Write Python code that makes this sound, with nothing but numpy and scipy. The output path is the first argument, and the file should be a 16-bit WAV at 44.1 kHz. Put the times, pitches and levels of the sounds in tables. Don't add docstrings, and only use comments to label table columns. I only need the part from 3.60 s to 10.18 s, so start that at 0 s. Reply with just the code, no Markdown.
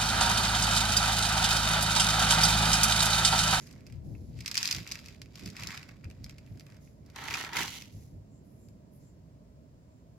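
import sys
import numpy as np
from scipy import signal
from scipy.fft import rfft, irfft
from scipy.io import wavfile
from scipy.ndimage import uniform_filter1d

SR = 44100
rng = np.random.default_rng(int(sys.argv[2]) if len(sys.argv) > 2 else 0)


def output_pcm(signal):
    pcm = np.clip(np.atleast_2d(signal).T, -1, 1) * 32767
    wavfile.write(sys.argv[1], SR, np.round(pcm).astype(np.int16))


N = 290160
TIME = np.arange(N) / SR
TILTED_FROM_S, TILTED_UNTIL_S = .76, 3.15

# start in seconds, relative level in dB, extra low tone in dB.
KERNEL_HITS = [(0.0685, -59, -10), (0.1272, -60, -2), (0.2664, -54, 10), (0.299, -62, 20), (0.55, -60, 36),
               (0.8061, -47, 6), (0.8603, -34, 2.5), (0.879, -35, 4), (0.9137, -35.5, -2),
               (0.9431, -37.5, 6), (0.954, -34, 6), (0.9697, -31.5, 4), (0.9766, -23.5, 0),
               (1.0289, -30.5, 4.5), (1.0488, -40, 10), (1.0552, -29, -0.5), (1.0752, -29.5, -1),
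               (1.1109, -28, 0), (1.1258, -31, -2), (1.1476, -36, 7), (1.1637, -41.5, -1),
               (1.1837, -44.5, 18), (1.2657, -47, 24), (1.275, -44, 6), (1.3133, -44, 7),
               (1.3199, -33.5, -3), (1.3465, -55, 7), (1.4596, -48, 6), (1.617, -46, 8.5), (1.7562, -48, 6),
               (1.8596, -42.5, 5.5), (1.9014, -51, -9), (1.9664, -43, 11), (2.0716, -36.5, 0),
               (2.105, -43, 14), (2.1752, -42, 17), (2.2295, -49.5, 18), (2.2908, -51.5, 24),
               (2.439, -56, 58), (2.4518, -55.5, 37), (2.643, -44, -3), (2.695, -51, 12.5),
               (2.786, -60, 12), (2.874, -65, 34), (2.9967, -52.5, 6), (3.122, -62, 18),
               (3.2742, -65.5, 30), (3.462, -65.5, -16), (3.5604, -45.5, 9), (3.683, -37, 21),
               (3.7078, -36, 22), (3.74, -31, 19), (3.745, -34.5, 12), (3.756, -42, 9), (3.81, -43, 13.5),
               (3.8473, -40, 18), (3.9316, -41, 15), (3.968, -31.5, 10.5), (4.0253, -35.5, 19.5),
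               (4.0798, -39, 12), (4.2212, -46.5, 6), (5.086, -67, 5)]
# frequency in Hz, strength in dB.
WALL_TONE = [(410, -50), (700, -26), (850, -32), (1430, -22), (2660, -9.5), (2870, -14.5), (3580, -12.5),
             (4890, -4), (5360, -7.5), (5860, -6), (6590, -11), (7120, -12), (9720, -20.5), (13300, -18),
             (15500, -38)]
# pitch in Hz, relative level in dB, seconds to fade by 60 dB.
WALL_NOTES = [(2220, -31.5, 0.011), (4960, -24.5, 0.011)]


def kernel_ticks(size=768):
    out, t = np.zeros((2, N)), np.arange(size) / SR
    attack_samples = round(.004 * SR)
    hz = np.array(WALL_TONE)[:, 0]
    lows = np.interp(np.log(hz), np.log([2400, 4200]), [1, 0])
    highs = np.interp(np.log(hz), np.log([6000, 9500]), [0, 1])
    firm_hit_db = -36
    for start_s, level_db, low_db in KERNEL_HITS + tumbling_kernels() + stray_kernels():
        notes = 0
        for pitch_hz, db, fade_s in WALL_NOTES:
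            detuned_hz = pitch_hz * (1 + .02 * rng.standard_normal())
            notes += np.cos(2 * np.pi * detuned_hz * t) * from_db(db - 60 * t / fade_s)
        touch = contact(ring_s=.0017, ring_db=6, side_db=-3) + notes
        gap = int(rng.uniform(.001, .003) * SR)
        bounce = from_db(-9.5) * contact(ring_s=.005, ring_db=7, side_db=.5)
        touch[:, gap:] += bounce[:, :-gap]
        crack_db = -3 + .24 * (firm_hit_db - level_db)
        tone_db = db_at(WALL_TONE, hz) + low_db * lows + crack_db * highs
        tick = colour(bend_wall(touch), np.c_[hz, tone_db], size=1024)
        attack_level = np.sqrt(np.mean(tick.mean(0)[:attack_samples] ** 2))
        add(out, start_s, from_db(level_db) * tick / attack_level)
    return out * from_db(1.47) * pan(-.73)


def bend_wall(x, stiffness=.62):
    delay_lows = [stiffness ** 2, -2 * stiffness, 1, 1, -2 * stiffness, stiffness ** 2]
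    return signal.sosfilt([delay_lows] * 5, x)


def stray_kernels(per_s=15):
    gaps, force = rng.random((64, 2)).T
    times = TILTED_FROM_S + np.cumsum(2 * gaps / per_s)
    levels = -66 + 12 * (2 * force - 1)
    return [(s, db, 15) for s, db in zip(times, levels) if s < TILTED_UNTIL_S]


# start, peak time and hold in seconds, relative levels of
# the hollow sound and the rattle in dB, rattle growth in dB, hollow fade in dB per second.
HEAP_RUSHES = [(3.564, 3.736, 0.068, -40.5, -40.5, 13, 51.5), (3.933, 3.96, .05, -34.5, -34, 18, 185),
               (4.085, 4.099, 0.067, -55.5, -44, -1, 143)]
# frequency in Hz, strength in dB.
HOLLOW_TONE = [(200, -8.5), (330, -3), (440, -6.5), (600, -12.5), (720, -6), (810, 1.5), (1000, 1.5),
               (1170, -3), (1320, 0.5), (1600, -2), (1900, 2.5), (2600, -9), (4000, -9.5)]
SHELL_TONE = [(1200, -34.5), (1700, -27.5), (2050, 3.5), (2450, -4.5), (2950, 3), (3800, -1.5),
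              (4900, -2.5), (5300, -7), (5900, -1.5), (7200, -6.5), (8400, -15.5), (11000, -11),
              (13500, -14.5), (15500, -19.5)]


def heap_slide(rise_db_per_s=1000, fall_db_per_s=148.5, hollow_growth_db=5.5):
    body = shells = 0
    for start_s, peak_s, hold_s, hollow_db, rattle_db, growth_db, hollow_fall in HEAP_RUSHES:
        still_to_grow = np.clip((peak_s - TIME) / (peak_s - start_s), 0, 1)
        length_s = peak_s - start_s + hold_s
        buried = body * swell(0, start_s, 0, fall_db_per_s)
        body_shape = swell(start_s, length_s, rise_db_per_s, hollow_fall)
        body = np.maximum(buried, from_db(hollow_db - hollow_growth_db * still_to_grow) * body_shape)
        shell_shape = swell(start_s, length_s, rise_db_per_s, fall_db_per_s)
        shells = np.maximum(shells, from_db(rattle_db - growth_db * still_to_grow) * shell_shape)
    hollow = grains(body, per_s=800, spread_db=5, tone=HOLLOW_TONE, ring_s=.0048, side_db=-5)
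    rattle = grains(shells, per_s=1000, spread_db=3.9, tone=SHELL_TONE, ring_s=.002, side_db=-2)
    return from_db(-.5) * hollow * pan(-1.8) + from_db(-1.25) * rattle * pan(-3)


# start and length in seconds, relative levels of grinding and scraping in dB.
HEAP_SHIFTS = [(0.01, 0.18, -72.5, -78), (0.269, 0.076, -79, -78.5), (0.783, 0.076, -77, -68.5),
               (0.874, 0.065, -61, -60.5), (0.981, 0.17, -55, -48.5), (1.282, 0.089, -64, -59),
               (1.44, 0.066, -70, -66), (1.775, .12, -68.5, -64), (1.997, 0.026, -54.5, -55.5),
               (2.093, 0.055, -52.5, -57), (2.277, 0.027, -67, -72.5), (2.696, 0.022, -73, -75),
               (3.082, 0.071, -73, -82), (3.483, 0.052, -76, -81)]
# frequency in Hz, strength in dB.
GRIND_TONE = [(410, -42.5), (700, -10), (791, -8), (1100, -2.5), (1430, -3.5), (2080, 0.5), (3100, -15),
              (5270, -16), (7370, -20), (8000, -23.5), (10400, -50), (17600, -120)]
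SCRAPE_TONE = [(1500, -24), (2000, -11.5), (2400, -3.5), (3000, -8.5), (3800, -6.5), (4400, -7.5),
               (4900, -3), (5500, -9), (6200, -12.5), (7200, -11), (8500, -25.5), (12500, -19.5),
               (15500, -31)]


def heap_creep(rise_db_per_s=217.5, fall_db_per_s=151):
    tilted = swell(TILTED_FROM_S, TILTED_UNTIL_S - TILTED_FROM_S, rise_db_per_s, fall_db_per_s)
    heap, wall = from_db(-80.5) * tilted, from_db(-81.5) * tilted
    for start_s, length_s, grind_db, scrape_db in HEAP_SHIFTS:
        shift = swell(start_s, length_s, rise_db_per_s, fall_db_per_s)
        heap = np.maximum(heap, from_db(grind_db) * shift)
        wall = np.maximum(wall, from_db(scrape_db) * shift)
    grind = grains(heap, per_s=800, spread_db=3.5, tone=GRIND_TONE, ring_s=.0025, side_db=-4)
    scrape = grains(wall, per_s=650, spread_db=3.8, tone=SCRAPE_TONE, ring_s=.002, side_db=-3)
    return from_db(5.5) * grind * pan(-2.5) + from_db(6.5) * scrape * pan(-.8)


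def tumbling_kernels(per_s=45, spread_db=12):
    rows = []
    strongest_db = max(scrape_db for *_, scrape_db in HEAP_SHIFTS)
    for start_s, length_s, _, scrape_db in HEAP_SHIFTS:
        level_db = -40.5 + .9 * (scrape_db - strongest_db)
        for k, (when, force) in enumerate(rng.random((16, 2))):
            if k < length_s * per_s:
                rows.append((start_s + (k + when) / per_s, level_db + spread_db * (2 * force - 1), 11))
    return rows


# frequency in Hz, strength in dB.
RING_TONE = [(1700, -20.5), (2100, -2.5), (2400, -1), (2750, -10), (3500, -17), (4400, -11.5), (4900, -5),
             (5300, -7.5), (6200, -16.5), (7000, -12.5), (8000, -26)]


def ring_and_echo(kernels):
    ring = from_db(-7) * colour(echo_tail(fade_s=.18), RING_TONE)
    room = from_db(-11.5) * echo_tail(fade_s=.093)
    return signal.oaconvolve(kernels, ring + room, axes=-1)[:, :N]


# start in seconds, relative bump, rumble and rustle levels in dB.
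GRIP_CHANGES = [(0.33, -42, -42, -59), (0.452, -40, -39, -49.5), (0.495, -37, -39.5, -48.5),
                (0.6, -39, -44.5, -51.5), (0.689, -37, -43.5, -54.5), (0.755, -35, -42, -52.5),
                (1.156, -35, -43, -49.5), (1.49, -50, -50, -74), (1.837, -36, -46, -48),
                (2.019, -43, -43.5, -52), (2.455, -22.5, -45.5, -52.5), (2.61, -43, -42.5, -57.5),
                (2.912, -31, -45, -55.5), (3.701, -42, -47, -55.5), (3.973, -37, -47.5, -46.5),
                (4.349, -29, -45, -54.5), (4.531, -32, -45, -55)]
# pitch in Hz, relative level in dB, seconds to fade by 60 dB.
BUMP_NOTES = [(71.4, -5.5, 0.14), (108, 4.5, 0.11), (138, -9.5, .12), (253, -11.5, 0.091)]


def hand_bumps(size=12000, rise_s=.008):
    out, t = np.zeros((2, N)), np.arange(size) / SR
    for start_s, bump_db, _, _ in GRIP_CHANGES:
        thud = 0
        for pitch_hz, db, fade_s in BUMP_NOTES:
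            detuned_hz = pitch_hz * (1 + .06 * rng.standard_normal())
            thud += from_db(db - 60 * t / fade_s) * np.sin(2 * np.pi * (detuned_hz * t + rng.random()))
        thud *= 1 - np.exp(-t / rise_s)
        add(out, start_s, from_db(bump_db - 11.5) * thud / np.abs(thud).max() * pan(.8))
    return out


# time in seconds, relative rumble and rustle levels in dB.
STEADY_HOLD = [(0.0, -52.5, -56), (3.4, -54.5, -59.5), (5.0, -56, -59.5), (6.58, -59.5, -64.5)]
# time in seconds, lean to the left in dB (below zero is right).
RUMBLE_LEAN = [(0.0, -5.5), (0.33, 10), (0.8, 5.5), (1.2, -2), (6.58, 2)]
# frequency in Hz, strength in dB.
RUMBLE_TONE = [(22, -27), (35, -17.5), (55, -4.5), (80, -4), (110, -1.5), (150, -8.5), (220, -19.5)]
RUSTLE_TONE = [(88, -28), (150, -2), (264, -4), (372, -14.5), (409, -15), (456, -17.5), (750, -26.5),
               (980, -43), (1650, -120)]


def hand_rumble(hold_s=.038):
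    times, *levels = np.transpose(STEADY_HOLD)
    deep, dull = (from_db(np.interp(TIME, times, db)) for db in levels)
    for start_s, _, deep_db, dull_db in GRIP_CHANGES:
        move = swell(start_s, hold_s, rise_db_per_s=299.5, fall_db_per_s=120)
        deep = np.maximum(deep, from_db(deep_db) * move)
        dull = np.maximum(dull, from_db(dull_db) * move)
    lean = from_db(np.interp(TIME, *np.transpose(RUMBLE_LEAN)) / 2)
    rumble = deep * low_noise(RUMBLE_TONE) * np.array([lean, 1 / lean])
    rustle = dull * low_noise(RUSTLE_TONE) * pan(-6)
    return from_db(-2) * rumble + from_db(.5) * rustle


# frequency in Hz, width in dB (lower is narrower).
RUMBLE_WIDTH = [(20, -1), (35, -2.5), (65, -7.5), (125, -19.5), (250, -10), (700, 1.5)]


def low_noise(tone):
    mid, side = colour(rng.standard_normal((2, N)), tone)
    return rms_one(mid + colour(side[None], RUMBLE_WIDTH) * [[1], [-1]])


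# start and length in seconds, relative level in dB, boost below 8000 Hz in dB.
FAINT_SOUNDS = [(0.01, 0.017, -65, 9), (0.45, 0.24, -78.5, 4), (2.879, 0.19, -84, -4),
                (3.221, 0.04, -75, 4), (4.328, 0.11, -72.5, 2.5), (4.85, .2, -83, -6),
                (5.335, 0.026, -77.5, -10.5), (5.41, 0.031, -82.5, 15)]
# frequency in Hz, strength in dB.
FAINT_TONE = [(2000, 3), (3000, -5.5), (5000, 3.5), (7300, 3), (8500, -9.5), (10000, 4), (12500, 3.5),
              (15500, -9.5)]


def hisses_and_rubs():
    out = 0
    hz, db = np.transpose(FAINT_TONE)
    for start_s, length_s, level_db, boost_db in FAINT_SOUNDS:
        level = from_db(level_db) * swell(start_s, length_s, rise_db_per_s=699.5, fall_db_per_s=122)
        tone = np.c_[hz, db + boost_db * (hz < 8000)]
        out += grains(level, per_s=2800, spread_db=1.5, tone=tone, ring_s=.0011, side_db=-.5, count=20)
    return from_db(6) * out


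# peak time in seconds, level in dB, half length in seconds.
HISS_WISPS = [(4.757, -73.5, 0.035), (5.05, -74, 0.048), (5.468, -74, 0.041), (6.36, -83.5, 0.052)]
# frequency in Hz, strength in dB.
WISP_TONE = [(5500, -31), (6800, -12), (7400, -3), (8000, -26), (9000, -22)]


def wisps():
    level = sum(from_db(db) * np.exp(-.5 * ((TIME - s) / half_s) ** 2) for s, db, half_s in HISS_WISPS)
    return level * rms_one(colour(stereo_noise(N, side_db=-1), WISP_TONE))


# frequency in Hz, strength in dB.
HUM_TONE = [(24, -35), (40, -13.5), (59, -1), (76, -3), (93, -9.5), (134, 1.5), (319, -21), (413, -15.5),
            (462, -21.5), (633, -13.5), (794, -33.5), (983, -22.5), (1200, -38), (1560, -64), (2640, -120)]
HISS_TONE = [(900, 4), (1400, 1), (2100, -1), (3500, -6), (5100, -3.5), (6000, -6.5), (7500, -5),
             (8300, -13), (12000, -13), (15800, -14)]


def room_hum(right_lag_s=.00034):
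    mains = from_db(-65.5) * np.sin(2 * np.pi * 100 * TIME)
    left, right = rms_one(colour(stereo_noise(N, side_db=-12), HUM_TONE))
    hum = np.array([left, np.roll(right, round(right_lag_s * SR))])
    hiss = rms_one(colour(stereo_noise(N, side_db=0), HISS_TONE))
    return mains + from_db(-57.5) * hum * pan(-1.5) + from_db(-75.5) * hiss


def contact(ring_s, ring_db, side_db, size=768):
    ring = stereo_noise(size, side_db) * np.exp(-np.arange(size) / SR / ring_s)
    touch = from_db(ring_db) * rms_one(ring) / np.sqrt(size)
    touch[:, 0] += 1
    return touch


def grains(level, per_s, spread_db, tone, ring_s, side_db, count=120):
    live, out = np.flatnonzero(level), np.zeros((2, N))
    force_db = spread_db * np.minimum(rng.exponential(1, len(live)), 3.5)
    force = from_db(force_db) * rng.choice([-1, 1], len(live))
    spots = [contact(ring_s, ring_db=9, side_db=side_db) for _ in range(count)]
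    spot = rng.integers(0, count, len(live))
    for k in np.flatnonzero(rng.random(len(live)) < per_s / SR):
        add(out, live[k] / SR, force[k] * spots[spot[k]])
    sound = colour(out[:, live], tone)
    power = np.mean(sound ** 2, 0)
    slow_power = np.abs(uniform_filter1d(power, size=1400))
    out[:, live] = sound / np.sqrt(slow_power + power.mean() / 1000)
    return out * level


def echo_tail(fade_s, size=16000):
    t = np.arange(size) / SR
    echoes = stereo_noise(size, side_db=-4) * from_db(-60 * t / fade_s) * (t > .003)
    return rms_one(echoes) / np.sqrt(size)


def swell(start_s, hold_s, rise_db_per_s, fall_db_per_s):
    before_s = np.maximum(start_s - TIME, 0)
    after_s = np.maximum(TIME - start_s - hold_s, 0)
    db = -rise_db_per_s * before_s - fall_db_per_s * after_s
    return np.where(db > -40, from_db(db), 0)


def colour(x, tone, size=4096):
    gains = from_db(db_at(tone, np.fft.rfftfreq(size, 1 / SR)))
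    cepstrum = irfft(np.log(gains))
    cepstrum[1:size // 2] *= 2
    cepstrum[size // 2 + 1:] = 0
    response = irfft(np.exp(rfft(cepstrum)))
    return signal.oaconvolve(x, response[None], axes=-1)[:, :x.shape[1]]


def db_at(tone, hz):
    table_hz, db = np.transpose(tone)
    octave, table_octaves = np.log2(np.maximum(hz, 1)), np.log2(table_hz)
    beyond = np.abs(octave - np.clip(octave, table_octaves[0], table_octaves[-1]))
    return np.interp(octave, table_octaves, db) - 24 * np.minimum(beyond, 2)


def stereo_noise(size, side_db):
    mid, side = rng.standard_normal((2, size))
    return rms_one(mid + from_db(side_db) * side * [[1], [-1]])


def pan(left_db):
    return from_db([[left_db / 2], [-left_db / 2]])


def add(out, start_s, sound):
    at = round(start_s * SR)
    out[:, at:at + sound.shape[1]] += sound[:, :N - at]


def from_db(db):
    return 10 ** (np.asarray(db) / 20)


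def rms_one(x):
    return x / np.sqrt(np.mean(x ** 2) + 1e-20)


def scene():
    kernels = kernel_ticks() + heap_creep() + heap_slide()
    bottle = kernels + ring_and_echo(kernels)
    return bottle + hisses_and_rubs() + wisps() + hand_bumps() + hand_rumble() + room_hum()


def record(dry, wide_above_hz=5900, cutoff_hz=16000):
    keep_treble = signal.butter(2, wide_above_hz, "high", fs=SR, output="sos")
    treble_side = signal.sosfiltfilt(keep_treble, (dry[0] - dry[1]) / 2)
    wide = dry + from_db(-8) * treble_side * [[1], [-1]]
    cut_top = signal.ellip(10, .1, 80, cutoff_hz, fs=SR, output="sos")
    return signal.sosfilt(cut_top, wide)


dry = scene()
out = record(dry)
output_pcm(out)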